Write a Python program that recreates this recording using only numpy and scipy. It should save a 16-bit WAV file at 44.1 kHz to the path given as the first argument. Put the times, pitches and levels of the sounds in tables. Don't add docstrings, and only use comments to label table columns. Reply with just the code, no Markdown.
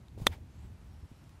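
import sys
import numpy as np
from scipy import signal
from scipy.fft import rfft, irfft, next_fast_len
from scipy.io import wavfile
from scipy.ndimage import uniform_filter1d, map_coordinates

SR = 44100
rng = np.random.default_rng(int(sys.argv[2]) if len(sys.argv) > 2 else 0)


def store_wav(level_fs):
    pcm = np.round(np.clip(np.atleast_2d(level_fs), -1, 1) * 32767)
    wavfile.write(sys.argv[1], SR, pcm.T.astype(np.int16))


def level_to_linear(level):
    exponent = np.asarray(level, float) / 20
    return 10 ** exponent


N = 61739

STRIKE_S = .2668
# frequency in Hz, peak in dB, T60 in seconds,
# delay after the strike in ms, rise in ms.
HEAD_MODES = [(390, -30, .016, -1.8, 3), (560, -28, .024, -.6, 1.2), (1110, -14, .004, 1.72, .8),
              (1940, -13, .008, .74, .5), (2450, -16.5, .005, .68, .5), (3410, -14.5, .0165, 2.46, .22),
              (3640, -12, .015, 2.41, .22), (3950, -22, .005, .3, .3), (5700, -28, .006, .9, .3),
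              (7600, -26, .006, 1.7, .25), (9170, -26, .006, 1.6, .25), (11900, -28, .006, 1.2, .4),
              (12640, -32, .006, 1.5, .3), (14200, -33, .007, 2, .3)]
# frequency in Hz, density in dB per Hz.
CRACK_COLOUR = [(88, -45.5), (150, -5.5), (1610, -12.5), (1910, -21), (2880, -14), (3710, -12),
                (4500, -6.5), (9240, -18), (15600, -30)]
CRACK_DB, CRACK_RISE_MS, CRACK_T60_S = -29, 1, .012
SPRAY_DB, SPRAY_T60_S = -31, .024
BRUSH_DB, BRUSH_MS = -42, 3

# frequency in Hz, density in dB per Hz.
TURF_COLOUR = [(300, -30), (600, -8.5), (900, -0.5), (1200, -9), (2100, -6.5), (4000, -15.5), (7000, -24),
               (15000, -27.5)]
DIVOT_S, DIVOT_RISE_S, DIVOT_FALL_S, DIVOT_DB = .334, .016, .015, -53

# time in seconds, effort in dB.
SWING_EFFORT = [
    (.17, -84),
    (.179, -58),
    (.222, -54.5),
    (.25, -58),
    (.266, -58),
    (.295, -59),
    (.335, -59),
    (.372, -66),
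    (.42, -80),
]
# frequency in Hz, density in dB per Hz.
CLOTH_COLOUR = [(180, -34.5), (300, -2), (509, -9.5), (745, -7), (1110, -16), (1200, -23), (2110, -20.5),
                (2840, -22), (15600, -30.5)]
# time in seconds, effort in dB, fibre band in Hz.
TWIST_EFFORT = [
    (.43, -100, 6500),
    (.5, -85.5, 6540),
    (.58, -78.5, 7180),
    (.65, -76, 7940),
    (.7, -92, 7920),
]
TWIST_WIDTH_HZ, TWIST_BROAD_DB = 1600, 7
# start in seconds, peak in dB.
FIBRE_SNAPS = [
    (.012, -68.5),
    (0.026, -76),
    (.068, -68),
    (0.083, -59.5),
    (0.185, -57),
    (1.24, -62),
    (1.293, -58.5),
]
SNAP_HZ, SNAP_T60_S = 3600, 0.0071
# start in seconds, peak in dB,
# frequency in Hz (negative pushes the other way first), cycles of decay.
CAPSULE_PUSHES = [
    (0.1763, -38.5, 423, 1.1),
    (.2, -40.5, 500, 0.99),
    (.217, -23, -105, 0.7),
    (0.2633, -32, -120, .8),
    (0.265, -27.5, -230, 1.1),
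    (.297, -37, 84, 1.4),
    (.33, -48.5, 894, 7.2),
    (.382, -50.5, 598, 1.5),
    (1.1149, -40.5, 247, 1.08),
    (1.12, -40.5, 93.5, 0.72),
]

# time in seconds, strength in dB.
WIND_STRENGTH = [(0.0, -50.5), (0.066, -54), (0.194, -48), (0.214, -42), (0.358, -48), (0.54, -49),
                 (0.564, -45), (0.618, -47.5), (1.016, -53.5), (1.034, -46), (1.086, -61.5), (1.128, -53),
                 (1.148, -53), (1.292, -54.5), (1.374, -49.5), (1.4, -63.5)]
# frequency in Hz, density in dB per Hz.
RUMBLE_COLOUR = [(12, -46), (20, -24), (46, -2.5), (76, 2), (123, -4.5), (296, -19), (352, -21.5),
                 (500, -32), (650, -64.5), (1100, -120)]
LUMPS_DB = 1.5
# frequency in Hz, density in dB per Hz.
HUSH_COLOUR = [(180, -30), (300, -7.5), (354, -13.5), (631, -12.5), (686, -13.5), (823, -13), (1000, -14.5),
               (5330, -27.5), (15600, -35)]
HUSH_DB, HUSH_RISE_DB = -68.5, 2
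# start in seconds, end in seconds, centre in Hz, width in Hz, level in dB.
INSECT_BANDS = [
    (.9, 1.3, 5450, 430, -86),
    (1, 0.75, 8900, 500, -97),
]

TOP_HZ = 15750
# lower edge in Hz, flutter height (no unit) above which the band opens.
TREBLE_GATES = [
    (12800, -.25),
    (13800, .1),
    (14900, .75),
]
FLUTTER_HZ, OPEN_DB = 16.5, -62


def unit(x):
    return x / np.sqrt(np.mean(x ** 2) + 1e-20)


def curves(rows):
    s, *columns = np.transpose(rows)
    return [np.interp(np.arange(N) / SR, s, column) for column in columns]


def wobble(rate):
    knots = rng.standard_normal(200)
    return map_coordinates(knots, [np.arange(N) * np.clip(rate, .1, 120) / SR])


def noise(colour, patchy_db=0):
    z = signal.stft(rng.standard_normal(N + 1024), nperseg=512)[2]
    patches = uniform_filter1d(rng.standard_normal(z.shape), size=6, axis=0)
    patches = uniform_filter1d(patches, size=8, axis=1)
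    x = signal.istft(z * level_to_linear(patchy_db * unit(patches)), nperseg=512)[1][:N]
    m = next_fast_len(N + 8192)
    hz, db = np.transpose(colour)
    bins_hz = np.fft.rfftfreq(m, 1 / SR)
    gain = level_to_linear(np.interp(np.log(bins_hz + 1), np.log(hz + 1), db))
    return unit(irfft(rfft(x, m) * gain, m)[:N])


def since(s):
    return np.clip(np.arange(N) / SR - s, 0, None)


def burst(u, rise, t60):
    env = (1 - np.exp(-u / rise)) ** 2 * level_to_linear(-60 * u / t60)
    return env / env.max()


def head_ring():
    out = np.zeros(N)
    for hz, db, t60, delay_ms, rise_ms in HEAD_MODES:
        u = since(STRIKE_S + delay_ms / 1000)
        out += level_to_linear(db) * burst(u, rise_ms / 1000, t60) * np.sin(2 * np.pi * hz * u)
    return out


def strike():
    u = since(STRIKE_S)
    before = np.clip(STRIKE_S - np.arange(N) / SR, 0, None)
    crack = level_to_linear(CRACK_DB) * burst(u, CRACK_RISE_MS / 1000, CRACK_T60_S) * noise(CRACK_COLOUR)
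    spray = level_to_linear(SPRAY_DB) * burst(u, 0.0016, SPRAY_T60_S)
    brush = level_to_linear(BRUSH_DB) * np.exp(-before / BRUSH_MS * 1000 - u / .002)
    grit = noise([(500, -5.5), (2500, 1.5), (5500, -5), (9500, -0.5), (15000, -16)])
    return head_ring() + crack + (spray + brush) * grit


def divot():
    t = np.arange(N) / SR - DIVOT_S
    swell = np.exp(-.5 * (t / np.where(t < 0, DIVOT_RISE_S, DIVOT_FALL_S)) ** 2)
    return level_to_linear(DIVOT_DB + 1.1 * wobble(90)) * swell * noise(TURF_COLOUR, patchy_db=.8)


def rustle():
    effort_db, = curves(SWING_EFFORT)
    return level_to_linear(effort_db + 1.3 * wobble(70) + 1.4 * wobble(115)) * noise(CLOTH_COLOUR, patchy_db=1.4)


def twist():
    effort_db, hz = curves(TWIST_EFFORT)
    fuzz = noise([(1, 0), (TWIST_WIDTH_HZ / 2, -3), (TWIST_WIDTH_HZ, -40)], patchy_db=2)
    hiss = 1.4 * fuzz * np.sin(2 * np.pi * np.cumsum(hz) / SR)
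    scrape = level_to_linear(TWIST_BROAD_DB) * noise(TURF_COLOUR, patchy_db=.8)
    return level_to_linear(effort_db) * (hiss + scrape)


def fibre_snaps():
    fibre = noise([(SNAP_HZ / 3, -12), (SNAP_HZ, 0), (SNAP_HZ * 1.5, -8), (SNAP_HZ * 4, -22)])
    return sum(level_to_linear(db) * burst(since(s), .0004, SNAP_T60_S) for s, db in FIBRE_SNAPS) * fibre


def capsule_pushes():
    out = np.zeros(N)
    for s, db, hz, cycles in CAPSULE_PUSHES:
        u = since(s)
        env = np.exp(-u * abs(hz) / cycles) * (1 - np.exp(-u * abs(hz) * 8))
        out += level_to_linear(db) * np.sin(2 * np.pi * hz * u) * env
    return out


def wind():
    strength_db, = curves(WIND_STRENGTH)
    return level_to_linear(strength_db) * unit(level_to_linear(LUMPS_DB * wobble(17)) * noise(RUMBLE_COLOUR, patchy_db=-0.5))


def insects():
    t, out = np.arange(N) / SR, np.zeros(N)
    for start, end, hz, width, db in INSECT_BANDS:
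        swell = np.clip(np.minimum(t - start, end - t) / 0.024, 0, 1)
        band = noise([(hz - 2 * width, -50), (hz - width / 2, 0), (hz + width / 2, 0), (hz + 2 * width, -50)])
        out += level_to_linear(db + 3.6 * wobble(31)) * swell * band
    return out


def hush():
    level_db = HUSH_DB + HUSH_RISE_DB * np.arange(N) / N + .4 * wobble(4.9)
    return level_to_linear(level_db) * noise(HUSH_COLOUR, patchy_db=.7)


def scene():
    shirt = rustle() + twist() + fibre_snaps() + capsule_pushes()
    return (strike() + divot() + shirt + wind() + insects() + hush())[None]


def flutter_treble(x):
    m = next_fast_len(N + 8192)
    z, hz = rfft(x, m), np.fft.rfftfreq(m, 1 / SR)
    treble = irfft(z * (hz > 5000), m)[:N]
    busy = uniform_filter1d(treble ** 2, size=1500) > level_to_linear(2 * OPEN_DB - 12)
    flutter = np.sin(2 * np.pi * FLUTTER_HZ * np.arange(N) / SR + 1.2 * wobble(6)) + .35 * wobble(20)
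    out = irfft(z * (hz < TREBLE_GATES[0][0]), m)[:N]
    upper_edges = [row[0] for row in TREBLE_GATES[1:]] + [TOP_HZ]
    for (lo, need), hi in zip(TREBLE_GATES, upper_edges):
        gate = uniform_filter1d(1. * (busy | (flutter > need)), size=400)
        out += gate * irfft(z * (hz >= lo) * (hz < hi), m)[:N]
    return out


def low_pass(x):
    return signal.sosfilt(signal.butter(12, 15760, fs=SR, output="sos"), x)


def record(dry):
    return low_pass(flutter_treble(dry[0])[None])


dry = scene()
out = record(dry)
store_wav(out)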